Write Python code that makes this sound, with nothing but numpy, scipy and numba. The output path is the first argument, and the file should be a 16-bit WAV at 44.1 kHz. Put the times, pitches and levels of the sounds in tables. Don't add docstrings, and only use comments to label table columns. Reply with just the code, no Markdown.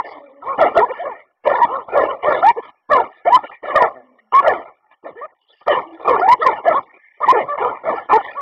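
import sys
import numpy as np
from scipy import signal
from scipy.fft import rfft, irfft
from scipy.io import wavfile
from scipy.ndimage import uniform_filter1d
from numba import njit

SR = 44100
rng = np.random.default_rng(int(sys.argv[2]) if len(sys.argv) > 2 else 0)


def voltage_ratio(level):
    return 10 ** (np.asarray(level, float) / 20)


def digitize_waveform(pressure):
    field = np.atleast_2d(pressure).T
    bounded = np.clip(field, -1, 1)
    quanta = np.round(bounded * 32767).astype(np.int16)
    wavfile.write(sys.argv[1], SR, quanta)


N = 370881

# start_s, hold_s, level_db, pitch_hz, glide_octaves_per_s
BARKS = [(0.597, .047, -8.5, 749, -4.5), (0.665, .012, -15.5, 727, 0.8), (0.772, 0.018, -7, 669, 8.5),
         (1.476, .04, -10.5, 610, 3.4), (3.645, .05, -24, 700, -1.5), (5.066, .015, -31, 700, -3),
         (5.05, .04, -36, 320, -1.5), (5.685, 0.033, -9.5, 688, -5), (6.53, .05, -23.5, 927, -5),
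         (7.96, 0.022, -25.5, 913.6, -2.5), (6.7, 0.028, -10.5, 696.5, -2.7), (7.335, .06, -12, 520, -1.6),
         (6.075, .085, -16, 1220, -1.5), (6.175, .04, -20, 470, -2.2), (0.752, .012, -21, 600, 3),
         (1.461, .008, -22, 600, .3), (6.655, .012, -24, 640, .3), (8.11, 0.048, -11.5, 1070, 1.07)]
# start_s, hold_s, level_db, pitch_hz, glide_octaves_per_s
ROARS = [
    (1.545, 0.037, -14.5, 491.6, 2),
    (2.914, 0.09, -8, 630, -5),
    (3.69, .03, -21, 597.6, -0.5),
    (3.76, .09, -8.5, 640, -6),
    (5.73, .05, -13.5, 523.4, 1.66),
    (6.424, .012, -15.5, 661, -4.5),
    (6.465, 0.022, -9, 542, -4),
]
# start_s, hold_s, level_db, pitch_hz, glide_octaves_per_s
SWELLS = [
    (1.968, .05, -10, 580.6, -1.5),
    (2.275, 0.077, -9, 625, -1.5),
    (4.468, .035, -9, 655, -5.5),
    (6.095, 0.033, -10, 530, -1.1),
    (1.05, 0.033, -24, 574.3, -0.2),
    (7.625, .05, -15, 486.2, 4),
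    (7.884, .03, -13, 670, -6),
]
# start_s, hold_s, level_db, pitch_hz, glide_octaves_per_s
YELPS = [(0.0, 0.0021, -14, 1021, -6.5), (7.49, .065, -21, 580, .2), (1.62, 0.027, -8, 948, 1),
         (2.437, 0.068, -8, 727, 9), (3.3, .02, -17, 814.6, 7), (3.325, .04, -5.5, 950, 4),
         (4.342, 0.058, -8, 1029, 3.5), (1.095, 0.034, -29, 1069, -12.5), (5.22, .035, -28, 555.5, 7),
         (8.185, .025, -23, 860, -9), (6.222, 0.046, -12.5, 689, 6), (6.288, .05, -6, 900, 5),
         (7.29, .028, -6, 968, 6.5), (8.135, 0.035, -8, 418, 4.5)]
# start_s, hold_s, level_db, pitch_hz, glide_octaves_per_s
HOOTS = [
    (0.792, 0.025, -15.5, 416.3, 3.5),
    (0.908, 0.0096, -21, 521, 2.5),
    (1.0, 0.027, -23.5, 658.5, 7.5),
    (2.584, 0.0043, -16.5, 498, -7.5),
    (3.276, 0.013, -8, 678, 9.5),
    (5.17, 0.039, -34, 450.8, 4.5),
    (6.405, 0.0097, -22.5, 484, 0.6),
    (6.678, 0.014, -7, 686.5, 1.5),
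]
# start_s, hold_s, level_db, pitch_hz, glide_octaves_per_s
CRIES = [
    (0.825, 0.02, -10.5, 465.3, 7),
    (6.755, 0.03, -13.5, 525.6, 6),
    (7.232, .013, -11.5, 597, 2),
    (8.375, 0.036, -23, 575, -1.4),
]
# start_s, hold_s, level_db, pitch_hz, glide_octaves_per_s
ARCHES = [
    (0.485, 0.038, -20, 541, 1.2),
    (1.72, .05, -19.5, 511.6, 3.5),
    (2.09, 0.024, -20.5, 543, -1.8),
]
# start_s, hold_s, level_db, pitch_hz, glide_octaves_per_s
WHINES = [
    (0.16, .13, -44, 298.3, -1.4),
    (0.3, 0.13, -46.5, 263.4, 1.9),
]
# start_s, hold_s, level_db, pitch_hz, glide_octaves_per_s
HUMS = [
    (3.97, .19, -49, 255, -0.21),
    (4.23, .07, -64, 221.3, -0.43),
    (4.85, .045, -58.5, 859.6, 0.58),
    (5.87, 0.21, -37.5, 337, -0.64),
]
# time_s, pulse_rate_hz, level_db
GROWL = [
    (3.945, 133.6, -50),
    (3.977, 126.2, -36),
    (4.05, 111.1, -61.5),
]
# start_s (full breath), hold_s, level_db, mouth_hz, brightness_db
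PANTS = [(0.05, 0.045, -30.5, 492, 8), (0.114, 0.099, -35.5, 650, 4.5), (1.885, 0.039, -26, 698, 0),
         (6.002, 0.041, -34.5, 455, 2.5), (7.261, 0.023, -21, 1101, 5.5), (7.579, .03, -20.5, 698, 5.5),
         (0.891, 0.1, -28.5, 930, 5), (2.628, 0.073, -36, 1053, 14), (3.17, 0.1, -51.5, 640, 4.5),
         (3.39, 0.015, -36.5, 800, -0.5), (3.438, .012, -24.5, 600, 3.5), (3.499, 0.043, -36.5, 787, 10),
         (4.26, 0.031, -67, 1040, 6), (4.676, 0.024, -39, 850, 4.5), (4.814, 0.068, -66.5, 950, -9),
         (4.915, 0.026, -51.5, 991, 8), (5.322, .01, -54, 320, -33), (5.499, .05, -57, 450, -6),
         (5.617, 0.0032, -39.5, 730, 1.5), (6.94, 0.038, -49, 340, 7.5), (8.248, 0.16, -30.5, 690, 11.5),
         (7.176, .012, -58, 400, 4.5), (4.189, .008, -57, 500, 15)]
# start_s, hold_s, hiss_db, rasp_db
SIGHS = [
    (0.046, .11, -46.5, -57),
    (0.93, .08, -51, -47.5),
    (1.093, 0.12, -86, -45.5),
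    (3.12, .07, -55.5, -50),
    (3.45, .1, -53.5, -43),
    (5.424, .1, -63, -86),
    (5.54, 0.074, -49, -62),
    (6.852, 0.54, -74.5, -51.5),
    (8.227, .08, -53.5, -44),
]
# rise_db_per_s, droop_db_per_s (while held), fall_db_per_s,
# pitch_db_per_breath_db, voice_db, brightness_db, second_partial_db
BARK_WAY = (800, 52, 297, 0.58, -5, 2.5, -4.5)
ROAR_WAY = (799.5, 51, 299.5, 0.24, -4.5, 1, 4)
SWELL_WAY = (349.5, 59.5, 185, 0.2755, -6, 1, -4.5)
YELP_WAY = (900.5, -27, 1300.5, 0.11, -3.5, -2.5, 4.5)
HOOT_WAY = (698.5, 6, 1098.5, 0.24, -3, -2, -19)
CRY_WAY = (601.5, -30.5, 1300.5, 0.18, -2, -6, 12.5)
ARCH_WAY = (261, 7, 257.5, .22, -5.5, -5, 3.5)
WHINE_WAY = (500, 5, 500, .01, -5, -5, -12)
HUM_WAY = (300, 40, 300, .01, -6, -3, -35)
# rise_db_per_s, droop_db_per_s, fall_db_per_s
PANT_WAY = (1800, 90, 1200)
SIGH_WAY = (470, 9.1, 400)
ROUGH = [(BARKS, BARK_WAY), (ROARS, ROAR_WAY), (SWELLS, SWELL_WAY)]
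CLEAR = [(YELPS, YELP_WAY), (HOOTS, HOOT_WAY), (CRIES, CRY_WAY), (ARCHES, ARCH_WAY)]
SOFT = [(WHINES, WHINE_WAY), (HUMS, HUM_WAY)]
# centre_hz, width_hz, level_db
THROAT = [(120, 780, -21), (386, 151, -7), (542, 170, -5), (760, 360, -4), (987, 130, -1), (1245, 176, 0)]
# centre_hz, width_hz, level_db
RASP = [(1782, 130, -5), (2079, 260, -14), (2305, 150, -12)]
# centre_hz, width_hz, level_db
HISS = [(2935, 250, 2.5), (3480, 390, -8), (4600, 700, -24)]
# partial_hz, strength_db
TRACT = [(250, -19), (450, 0.5), (620, -1), (900, 0.5), (1080, 3), (1300, -5), (1900, -22.5), (2400, -31.5)]
# centre_hz, half_width_hz
GAPS = [(1558, 115), (2592, 85), (3235, 45), (4315, 110)]

TOP_HZ = 5520
AFTER_DB, AFTER_DB_S, STILL_DB = -22, 166, -73.5
RASP_DB, RASP_SLOPE, HISS_DB, HISS_SLOPE = -18.5, -0.15, -34, -0.24
MOUTH_TOP_HZ, MOUTH_REST_HZ = 1084, 850
VOICE_FADE = 1.512
SNAP_DB, SNAP_TIMES = -16, 7
SETTLE_S = .08


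def level(x, db):
    return x * voltage_ratio(db) / np.sqrt(np.mean(x ** 2))


@njit
def svf(x, hz, width):
    y, b, l = np.empty(len(x)), 0., 0.
    for i in range(len(x)):
        g, k = np.tan(np.pi * hz[i] / SR), width / hz[i]
        v = (b + g * (x[i] - l)) / (1 + g * (g + k))
        b, l, y[i] = 2 * v - b, l + 2 * g * v, k * v
    return y


def flutter(hz):
    size = max(int(SR / hz), 2)
    noise = rng.standard_normal((2, N))
    a, b = uniform_filter1d(uniform_filter1d(noise, size), size)
    return (a + 1j * b) / np.sqrt(np.mean(a ** 2 + b ** 2))


def ring(x, modes, wander=0., patchy_db=0., wander_hz=25):
    out = 0
    for k, (hz, width, db) in enumerate(modes):
        drift = flutter(wander_hz)
        centre = hz * np.exp(wander * drift.real)
        once = svf(x, centre, 1. * width)
        twice = svf(once, centre, 1. * width)
        out = out + (-1) ** k * voltage_ratio(db + patchy_db * drift.imag) * twice
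    return out


def hedge_echo(voices):
    t = np.arange(SR // 4) / SR
    hedge = rng.standard_normal(len(t)) * voltage_ratio(-60 * t / 0.2) * (t > .006)
    hedge = hedge / np.sqrt(np.sum(hedge ** 2))
    return voltage_ratio(-34.0) * signal.fftconvolve(voices, hedge)[:N]


def breath(t, s, hold, rise, droop, fall):
    held = np.clip(t - s, 0, max(hold, 0))
    early = rise * np.minimum(t - s, 0)
    snap = SNAP_TIMES * np.minimum(early - SNAP_DB, 0)
    return early + snap - droop * held - fall * np.maximum(t - s - held, 0)


def lungs():
    t = np.arange(0, N + 64, 64) / SR
    puffs = [(row, PANT_WAY) for row in PANTS]
    for rows, way in ROUGH + CLEAR + SOFT:
        for s, hold, db, hz, _ in rows:
            opens = 2 * hz < MOUTH_TOP_HZ and rows is not BARKS
            puffs.append(((s, hold, db, hz * (2 if opens else 1), way[-2]), way[:3]))
    power = voltage_ratio(STILL_DB) ** 2 + 0 * t
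    mouth, bright = power * MOUTH_REST_HZ, 0 * t
    for (s, hold, db, mouth_hz, bright_db), (rise, droop, fall) in puffs:
        call = voltage_ratio(db + breath(t, s, hold, rise, droop, fall)) ** 2
        after = voltage_ratio(db + AFTER_DB + breath(t, s, hold, rise, 0, AFTER_DB_S)) ** 2
        mouth = mouth + call * mouth_hz + after * MOUTH_REST_HZ
        power = power + call + after
        bright = bright + call * bright_db
    effort_db = 10 * np.log10(power)
    sighs = sum(voltage_ratio(np.add.outer(db, breath(t, s, hold, *SIGH_WAY))) ** 2 for s, hold, *db in SIGHS) / power
    edge_db = np.array([HISS_DB + HISS_SLOPE * effort_db, RASP_DB + RASP_SLOPE * effort_db]) + bright / power
    hiss_db, rasp_db = 10 * np.log10(voltage_ratio(edge_db) ** 2 + sighs)
    curves = voltage_ratio(effort_db), mouth / power, rasp_db, hiss_db
    return [np.interp(np.arange(N) / SR, t, curve) for curve in curves]


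def hoarse(effort, voiced_power, mouth_hz, rasp_db, hiss_db):
    slaps = 1 + 0.36 * np.abs(flutter(420)) ** 2
    air, rasp, hiss = slaps * rng.standard_normal((3, N))
    mouth = svf(svf(air, mouth_hz, 250.0), mouth_hz, 250.0)
    throat = ring(air, THROAT, wander=0.21, patchy_db=1.5)
    low = level(level(mouth, 0) + level(throat, 0), 0)
    left = np.sqrt(np.maximum(effort ** 2 - voiced_power, effort ** 2 / 40))
    rasp = voltage_ratio(rasp_db) * level(ring(rasp, RASP, wander=0.035, patchy_db=7.5), 0)
    hiss = voltage_ratio(hiss_db) * level(ring(hiss, HISS, wander=0.05, patchy_db=-10), 0)
    return left * low + effort * (rasp + hiss)


def growl():
    s, hz, db = np.transpose(GROWL)
    t = np.arange(N) / SR
    cycles = np.cumsum(np.interp(t, s, hz)) / SR
    pulses = np.diff(np.floor(cycles), prepend=0)
    body = ring(pulses, [(660, 230, 3.5), (325, 450, -8.0), (1164, 530, -18)])
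    return level(body, 0) * voltage_ratio(np.interp(t, s, db, -150, -150))


def voiced(kinds):
    tract_hz, tract_db = np.transpose(TRACT)
    tables = []
    for (s, hold, db, hz, glide), way in [(row, way) for rows, way in kinds for row in rows]:
        rise, droop, fall, follow, voice_db, _, second_db = way
        t = np.linspace(s - 18 / rise, s + hold + 25 / fall, num=24)
        fade_db = breath(t, s, hold, rise, droop, fall)
        octaves = glide * SETTLE_S * (1 - np.exp(-(t - s) / SETTLE_S))
        pitch = hz * 2 ** octaves * voltage_ratio(follow * np.minimum(fade_db, 0))
        lend_db = np.interp(np.log([pitch, 2 * pitch]), np.log(tract_hz), tract_db)
        lend = voltage_ratio(lend_db + [[0], [second_db]])
        share_db = 10 * np.log10(lend ** 2 / np.sum(lend ** 2, axis=0))
        partials_db = db + voice_db + VOICE_FADE * fade_db + share_db
        tables.append(np.column_stack([t, pitch, *partials_db]))
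    return tables


def calls(tables, rough, flutter_hz, third_db, edge_s):
    sound, power = np.zeros(N), np.zeros(N)
    rough = np.clip(rough, 0, 1)
    smear = [np.sqrt(1 - rough ** 2) + rough * flutter(flutter_hz) for _ in range(3)]
    for table in tables:
        s, hz, first_db, second_db = np.transpose(table)
        i = np.arange(max(int((s[0] - edge_s) * SR), 0), min(int((s[-1] + edge_s) * SR), N))
        t = i / SR
        edge = np.clip(np.minimum(t - s[0], s[-1] - t) / (2 * edge_s) + .5, 0, 1)
        pitch = np.interp(t, s, hz)
        phase = 2 * np.pi * np.cumsum(pitch) / SR
        for k, db in enumerate((first_db, second_db, second_db + third_db)):
            gain = edge * voltage_ratio(np.interp(t, s, db))
            sound[i] += np.sqrt(2) * gain * np.imag(smear[k][i] * np.exp(1j * (k + 1) * phase))
            power[i] += gain ** 2 * ((k + 1) * pitch < GAPS[0][0])
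    return sound, power


def scene():
    effort, *colour = lungs()
    barks, bark_power = calls(voiced(ROUGH), rough=.72, flutter_hz=170, third_db=-8.5, edge_s=.008)
    yelps, yelp_power = calls(voiced(CLEAR), rough=.25, flutter_hz=200, third_db=-22, edge_s=.004)
    whines, whine_power = calls(voiced(SOFT), rough=.62, flutter_hz=70, third_db=-15, edge_s=.01)
    power = bark_power + yelp_power + whine_power
    pull = np.minimum(effort / np.sqrt(power + 1e-12), 1.7)
    voices = (barks + yelps + whines) * pull + growl()
    puffs = hoarse(effort, power * pull ** 2, *colour)
    return (voices + hedge_echo(voices) + puffs)[None]


def thrifty_camera(x, below_db, floor_db, skip):
    hz, _, frames = signal.stft(x, SR, nperseg=512)
    size = uniform_filter1d(np.abs(frames), size=5, axis=0)
    faint = (size < voltage_ratio(below_db) * size.max(axis=0)) | (size < voltage_ratio(floor_db))
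    frames[faint] = 0
    band = np.searchsorted([1080] + [centre for centre, _ in GAPS], hz)
    luck = rng.random((band.max() + 1, frames.shape[1] // 2 + 1))
    luck = np.repeat(luck, 2, axis=1)[:, :frames.shape[1]]
    frames[luck[band] < skip * band[:, None]] = 0
    lines = rfft(signal.istft(frames, SR, nperseg=512)[1][:N])
    hz = np.arange(len(lines)) * SR / N
    for centre, half in GAPS:
        lines *= np.clip((np.abs(hz - centre) - half) / 70 + .5, .001, 1)
    return irfft(lines * (hz < TOP_HZ) * hz / (hz + 40), N)


def roll_off(x):
    return signal.sosfilt(signal.butter(12, 15850, fs=SR, output="sos"), x)


def record(dry):
    overload = .84 * np.tanh(np.abs(dry[0] / .84) ** 4) ** .25 * np.sign(dry[0])
    x = thrifty_camera(overload, below_db=-59, floor_db=-101.5, skip=0.046)
    clipped = np.clip(x[::2], -.715, .715)
    joined = signal.resample_poly(clipped, 2, 1, window=signal.firwin(11, .55))[:N]
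    joined = joined + level(rng.standard_normal(N), -95)
    return roll_off(joined[None])


dry = scene()
out = record(dry)
digitize_waveform(out)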